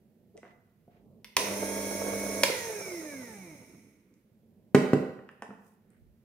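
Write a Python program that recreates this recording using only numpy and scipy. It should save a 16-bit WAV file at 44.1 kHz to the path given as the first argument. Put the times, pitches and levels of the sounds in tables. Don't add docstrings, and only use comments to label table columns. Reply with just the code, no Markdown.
import sys
import numpy as np
from scipy import signal
from scipy.fft import rfft, irfft
from scipy.io import wavfile

SR = 44100
rng = np.random.default_rng(int(sys.argv[2]) if len(sys.argv) > 2 else 0)


def volts_from_decibels(level):
    exponent = np.asarray(level, float) / 20
    return 10 ** exponent


def transcribe(signal):
    frames = np.atleast_2d(signal).T
    limited = np.clip(frames, -1, 1)
    pcm = np.round(limited * 32767).astype(np.int16)
    wavfile.write(sys.argv[1], SR, pcm)


N = 275163
T = np.arange(N) / SR
ON_S, OFF_S = 1.367, 2.435
FULL_HZ = 553

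# (frequency [Hz], level [dB], time to fall 60 dB [s])
SHELL = [(540, -7, 0.021), (967, -11.5, 0.017), (2100, 1, 0.0075), (2600, 4, 0.0017), (3570, -8.5, 0.012),
         (4154, -4.5, 0.0028), (5900, -3, 0.0034), (8750, -18.5, 0.0044)]


def rms_one(x):
    return x / np.sqrt(np.mean(x ** 2) + 1e-20)


def at_hz(points, hz):
    points = np.array(points)
    return np.interp(np.log(hz + 0.0019), np.log(points[:, 0]), points[:, 1])


def drift(rate):
    knots = np.arange(-1, N / SR * rate + 2)
    return np.interp(T * rate, knots, rng.standard_normal(len(knots))) * np.sqrt(3 / 2)


def ring(clicks, hz, t60):
    radius = volts_from_decibels(-60 / (t60 * SR))
    step = 2 * np.pi * hz / SR
    return signal.lfilter([0, np.sin(step)], [1, -2 * radius * np.cos(step), radius ** 2], clicks + 1e-18)


def cut(x, hz, kind, order=2):
    sos = signal.butter(order, np.clip(hz, 10, 20000), kind, fs=SR, output="sos")
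    return signal.sosfilt(sos, x)


def pan(x, db):
    return x * volts_from_decibels(np.array([[db / 2], [-db / 2]]))


def widen(mid, side):
    # (frequency [Hz], likeness [-1 to 1])
    likeness = [(60, .92), (400, .9), (800, .6), (1300, 0), (2200, .45), (4000, -.1), (12000, -.2)]
    alike = np.clip(at_hz(likeness, np.fft.rfftfreq(mid.shape[-1], 1 / SR)), -1, 1)
    common = rfft(mid) * np.sqrt((1 + alike) / 2)
    unlike = rfft(side) * np.sqrt((1 - alike) / 2)
    return irfft(np.array([common + unlike, common - unlike]), mid.shape[-1])


def taps(events, modes, pan_db=0.0, crack_db=-17.0):
    out = np.zeros(N)
    for start, db, low_hz, high_hz, contact in events:
        puff = rng.standard_normal(8000) * np.exp(-np.arange(8000) / SR / contact)
        puff[0] = np.sqrt(contact * SR)
        puff = cut(puff, [low_hz, high_hz], "band", order=3)
        body = 0
        for k, (hz, level_db, t60) in enumerate(modes):
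            body = body + volts_from_decibels(level_db) * ring(puff, hz, t60) * (-1) ** k
        tap = body / np.abs(body).max() + volts_from_decibels(crack_db) * puff / np.abs(puff).max()
        at = round(start * SR)
        out[at:at + 8000] += volts_from_decibels(db) * tap
    return pan(out, pan_db)


def air():
    # (frequency [Hz], relative level [dB per Hz])
    spectrum = [(15, -30.5), (25, -20), (53, -3), (70, -21), (87, -1), (166, -3), (229, 6), (263, -9.5),
                (427, -6), (503, -10.5), (591, -10.5), (734, -15), (3340, -35), (8500, -41), (12000, -34.5),
                (16000, -35.5)]
    shape = volts_from_decibels(at_hz(spectrum, np.fft.rfftfreq(N, 1 / SR)))
    noise = irfft(rfft(rng.standard_normal((2, N))) * shape, N)
    low = cut(noise, 1100, "low") * volts_from_decibels(2.9 * drift(2.7))
    high = cut(noise, 840, "high")
    return pan(volts_from_decibels(-63) * rms_one(widen(*(low + high))), -1.6)


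def rustles():
    # (middle [s], length [s], level at the top of the swell [dB], low edge [Hz], high edge [Hz])
    swells = [(0.356, 0.021, -53.5, 367.2, 444.4), (0.379, 0.034, -50, 414, 636),
              (0.48, 0.1, -65, 800, 2360), (0.96, 0.12, -74.5, 658.8, 2592), (7.7, 0.13, -69, 1200, 2160),
              (3.34, 0.068, -63, 7407, 8800), (5.675, 0.14, -73, 5300, 15000),
              (5.946, 0.1, -74.5, 1300, 2200), (6.076, 0.16, -57.5, 38.89, 83)]
    out = 0
    grains = rng.standard_normal((2, N)) * volts_from_decibels(2 * drift(150))
    for middle, length, db, low_hz, high_hz in swells:
        noise = rms_one(cut(grains, [low_hz, high_hz], "band"))
        out = out + volts_from_decibels(db) * noise * np.exp(-(2 * (T - middle) / length) ** 2)
    return out


def chute_bumps():
    # (time [s], level [dB], contact low edge [Hz], contact high edge [Hz], contact decay [s])
    bumps = [(.369, -52, 2600, 8000, 0.0018), (.376, -43, 2640, 13000, .003), (.43, -40, 336, 2600, .012),
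             (.451, -45, 500, 2000, .02), (.877, -46, 130, 700, 0.0036), (1.643, -33.5, 300, 800, .002),
             (2.231, -33, 304, 700, .002)]
    # (frequency [Hz], level [dB], time to fall 60 dB [s])
    chute = [(200, 0.5, 0.04), (490, -3, 0.012), (700, -9.5, .05), (1080, -3.5, 0.0037), (1550, -7, .008),
             (2010, -11.5, 0.021), (2850, -13, .005), (5700, -8, 0.0016), (9000, -11.5, 0.0011)]
    return taps(bumps, chute)


def finger_touch():
    # (time [s], level [dB], contact low edge [Hz], contact high edge [Hz], contact decay [s])
    touch = [(1.245, -32.5, 1000, 15670, 0.0066)]
    return taps(touch, SHELL, crack_db=0.0)


def switch():
    # (time [s], level [dB], left over right [dB])
    snaps = [(1.366, -8.5, -1), (2.433, -6.5, -0.5)]
    out = np.zeros((2, N))
    for start, db, pan_db in snaps:
        after = np.maximum(T - start, 0)
        burst = rng.standard_normal((2, N)) * after * np.exp(-after / 0.002)
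        burst[:, round((start + .0015) * SR)] = .008
        snap = 0
        for k, (hz, level_db, t60) in enumerate(SHELL):
            snap = snap + volts_from_decibels(level_db) * ring(burst[0], hz, t60) * (-1) ** k
        crack = cut(burst[1], [1200, 12000], "band", order=1)
        both = snap / np.abs(snap).max() + volts_from_decibels(3.5) * crack / np.abs(crack).max()
        out += pan(volts_from_decibels(db) * both, pan_db)
    return out


def bars_hz():
    # (shortfall [bars per s], time constant [s])
    spin_up = [(363, .015), (184, .095), (6, .5)]
    since_on = np.maximum(T - ON_S, 0)
    rising = FULL_HZ - sum(hz * np.exp(-since_on / fade) for hz, fade in spin_up)
    friction, drag = 247.5, .35
    floor = friction / drag
    falling = (FULL_HZ + floor) * np.exp(-drag * np.maximum(T - OFF_S, 0)) - floor
    return np.maximum(np.minimum(rising, falling), 1)


def running_db(db, surge, loss_db, freed_db=0, creep_hz=25):
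    off = T > OFF_S
    halvings = np.log2((FULL_HZ + creep_hz) / (bars_hz() + creep_hz)) * off
    start_db = surge[0] * np.exp(-np.maximum(T - ON_S, 0) / surge[1])
    return db + start_db + freed_db * off - loss_db * halvings


def housing(hz):
    # (frequency [Hz], width [Hz], level [dB])
    peaks = [(110, 35, -13.5), (188, 12, -3.5), (312, 230, -7.5), (441, 90, -10), (508, 30, -9),
             (627, 120, -13), (891, 72, -18), (1480, 730, -17.5), (2243, 480, -9.5), (3920, 790, -20),
             (5540, 630, -11), (6393, 480, -8.5), (8780, 550, -13.5), (10000, 1800, -18),
             (10900, 9500, -20.5), (13700, 2000, -33)]
    power = sum(volts_from_decibels(2 * db) / (1 + (2 * (hz - top) / width) ** 2) ** 2 for top, width, db in peaks)
    return np.sqrt(power + 1e-5)


def commutator_whine(turns, angle):
    cycle_counts = [1, 6, 9, 10, 12, 20, 24, 36, 48, 72, 96, 120, 132, 144, 168, 192, 216, 240, 252, 264,
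                    312]
    # (powered [dB], coasting [dB])
    partial_levels = [(-62, -62), (-54, -65), (-59, -67), (-54, -60), (-53.5, -46), (-59, -69), (-64, -65),
                      (-58.5, -71), (-55, -36.5), (-65, -70.5), (-66, -71), (-59, -60), (-66, -68),
                      (-65, -56), (-70, -57), (-60, -55), (-53, -63), (-63, -63), (-68, -70), (-70, -67),
                      (-60, -70)]
    # (frequency [Hz], level [dB])
    way_out = [(150, 0), (205, 8), (250, -7), (300, 3), (550, 1), (680, -4), (800, 1), (950, 2),
               (1150, -10), (1400, -11), (1650, 0), (1950, 7), (2400, 1), (2700, -9), (4700, -8), (5000, 0),
               (10100, 0), (10600, 13), (11000, 0)]
    grid = np.arange(0, SR / 2, 5.)
    gain = housing(grid) * volts_from_decibels(at_hz(way_out, grid))
    current = np.exp(-np.maximum(T - OFF_S, 0) / 0.036)
    mains = 2 * np.pi * 100 * T
    whine = 0
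    for cycles, (on_db, off_db) in zip(cycle_counts, partial_levels):
        colour = np.interp(cycles * turns, grid, gain) / np.interp(cycles * turns.max(), grid, gain)
        unsteady_db = (3.5 - 2.5 * current) * drift(10) + 1.5 * drift(45)
        level = volts_from_decibels(off_db + (on_db - off_db) * current + unsteady_db)
        shake = 1.7 * current * min(cycles / 12, 12 / cycles) ** 4
        wander = .4 * drift(20) + cycles / 350 * drift(50) + rng.uniform(0, 7)
        whine = whine + level * colour * (1 + shake * np.sin(mains)) * np.sin(cycles * angle + wander)
    whine_db = running_db(4.5, (-45, .085), 6.5, freed_db=-9)
    return np.sqrt(2) * whine * volts_from_decibels(whine_db) * np.clip((3.68 - T) / .2, 0, 1)


def mains_hum():
    # (frequency [Hz], level [dB])
    tones = [(100, -55), (200, -43), (300, -48.5), (600, -46)]
    hum = 0
    for hz, db in tones:
        hum = hum + np.sqrt(2) * volts_from_decibels(db + drift(6)) * np.sin(2 * np.pi * hz * T + rng.uniform(0, 7))
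    rise = np.clip((T - ON_S) / .15, 0, 1)
    return hum * rise * np.exp(-np.maximum(T - OFF_S, 0) / .06)


def through_housing(noise):
    return irfft(rfft(noise) * housing(np.fft.rfftfreq(N, 1 / SR)), N)


def burr_rattle(angle):
    noise = rng.standard_normal((2, N)) * volts_from_decibels(2.5 * drift(60)) * (1 + .3 * np.sin(angle))
    noise = through_housing(noise)
    rumble = widen(*rms_one(cut(cut(noise, 950, "low", order=3), 400, "high"))) * np.sqrt(2)
    shudder = rms_one(cut(noise[0], [60, 330], "band"))
    rumble_db = running_db(-42.5, (11, 0.063), 12)
    shudder_db = running_db(-48.5, (7, 0.1), 4)
    return volts_from_decibels(rumble_db) * rumble + volts_from_decibels(shudder_db) * shudder


def brush_hiss(angle):
    noise = rng.standard_normal((2, N)) * volts_from_decibels(0.21 * drift(30)) * (1 + 0.14 * np.sin(12 * angle))
    noise = through_housing(noise)
    bright = rms_one(cut(noise, 3000, "high", order=3))
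    dull = rms_one(cut(noise, [1850, 3000], "band", order=3))
    surge = (1.9, 0.17)
    bright_db = running_db(-45.5, surge, 11, freed_db=1)
    dull_db = running_db(-50.5, surge, 8.5)
    return widen(*(volts_from_decibels(bright_db) * bright + volts_from_decibels(dull_db) * dull)) * np.sqrt(2)


def motor(pan_db=-1.0):
    turns = bars_hz() / 12
    angle = 2 * np.pi * np.cumsum(turns) / SR
    turning = np.clip((T - ON_S) / 0.013, 0, 1) * np.clip((4.25 - T) / 0.066, 0, 1)
    running = commutator_whine(turns, angle) + burr_rattle(angle) + brush_hiss(angle)
    return pan(turning * running + mains_hum(), pan_db)


def ticks():
    # (time [s], level [dB], frequency [Hz])
    tick_list = [(4.14, -57.5, 6430), (5.314, -58, 9000), (5.904, -55, 9000)]
    return sum(taps([(s, db, hz / 2, hz * 3.1, .002)], [(hz, 0, .002)]) for s, db, hz in tick_list)


def cup(pan_db=-0.5):
    # (time [s], ringing level [dB], push low-pass edge [Hz], crack level [dB])
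    knocks = [(4.747, -2.5, 972, -18.5), (4.752, -7, 3020, -27), (4.933, -6, 840, -29)]
    # (frequency [Hz], level [dB], time to fall 60 dB [s])
    modes = [(148, -7.5, 0.38), (200.2, -11, 0.4), (265, 4, 0.043), (344, -7.5, 0.03), (416, 8.5, 0.023),
             (517, -10.5, 0.093), (600, -6.5, 0.042), (776, -10.5, 0.07), (1090, 1, 0.0072),
             (1497, -14, 0.067), (1530, 5, 0.0063), (1940, -1, 0.034), (2200, -5, 0.028),
             (2650, -5.5, 0.015), (3660, -23, 0.0092), (5616, -15, 0.18), (7260, -41.5, 0.071)]
    out = np.zeros(N)
    for start, db, soft_hz, crack_db in knocks:
        push = np.zeros(N)
        push[round(start * SR)] = -1
        push = cut(push, soft_hz, "low")
        knock = sum(volts_from_decibels(level_db) * ring(push, hz, t60) for hz, level_db, t60 in modes)
        knock = cut(knock, 135, "high", order=3)
        crack = rng.standard_normal(N) * (T > start) * np.exp(-np.abs(T - start) / .006)
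        crack = cut(cut(crack, 700, "high"), 1000, "low", order=1)
        out += volts_from_decibels(db) * knock / np.abs(knock).max() + volts_from_decibels(crack_db) * crack / np.abs(crack).max()
    return pan(out, pan_db)


def brush_taps():
    # (time [s], level [dB], contact low edge [Hz], contact high edge [Hz], contact decay [s])
    touches = [(5.19, -41.5, 810, 2900, 0.0024), (5.29, -35.5, 1190, 5170, 0.00024),
               (5.422, -27, 600, 10000, 0.011), (5.488, -41, 120, 600, 0.016),
               (5.505, -39, 295, 2500, 0.008)]
    # (frequency [Hz], level [dB], time to fall 60 dB [s])
    handle = [(202, 6.5, 0.089), (450, -2, 0.032), (810, 8.5, 0.0039), (1254, 5, 0.0038), (1830, -7, 0.011),
              (2290, -17.5, 0.011), (2730, -8, 0.004), (4900, -18, 0.004), (9900, -2.5, 0.000235)]
    return taps(touches, handle)


def kitchen(x):
    # (frequency [Hz], time to fall 60 dB [s])
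    decay = [(100, 0.65), (300, 0.61), (1000, 0.78), (3000, 0.68), (7000, 0.55), (15000, 0.62)]
    t, tail = T[:SR], 0
    edges = 50 * 2. ** np.arange(0, 9, .5)
    for low, high in zip(edges, edges[1:]):
        t60 = at_hz(decay, np.sqrt(low * high))
        tail = tail + cut(rng.standard_normal((2, SR)), [low, high], "band") * volts_from_decibels(-60 * t / t60)
    tail = widen(*(tail * np.clip((t - .003) / 0.001, 0, 1)))
    return signal.fftconvolve(x, tail / np.sqrt(np.sum(tail ** 2) / 2), axes=1)[:, :N]


def scene():
    grinder, clicks, knocks = motor(), switch(), cup()
    small = chute_bumps() + brush_taps() + finger_touch() + ticks()
    wet = volts_from_decibels(-7.0) * cut(grinder, 520, "high")
    wet = wet + volts_from_decibels(-3.5) * clicks
    wet = wet + volts_from_decibels(-2.5) * cut(knocks, 250, "high", order=1)
    wet = wet + volts_from_decibels(-3.0) * small
    return grinder + clicks + knocks + small + kitchen(wet) + rustles() + air()


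def roll_off(x):
    return signal.sosfilt(signal.butter(12, 16800, fs=SR, output="sos"), x)


def record(dry):
    # (frequency [Hz], level [dB])
    balance = [(2000, -2), (5000, -0.5), (8000, -4), (12000, -3)]
    # (frequency [Hz], phase [radians])
    lead = [(200, 0), (800, .4), (2240, .6), (4000, 1.6), (16000, 1.6)]
    hz = np.fft.rfftfreq(N, 1 / SR)
    half = volts_from_decibels(at_hz(balance, hz) / 2) * np.exp(.5j * at_hz(lead, hz))
    ports = irfft(rfft(dry) * np.array([half, 1 / half]), N)
    ports = cut(ports, 15700, "low", order=30)
    return roll_off(cut(ports, 46, "high"))


dry = scene()
out = record(dry)
transcribe(out)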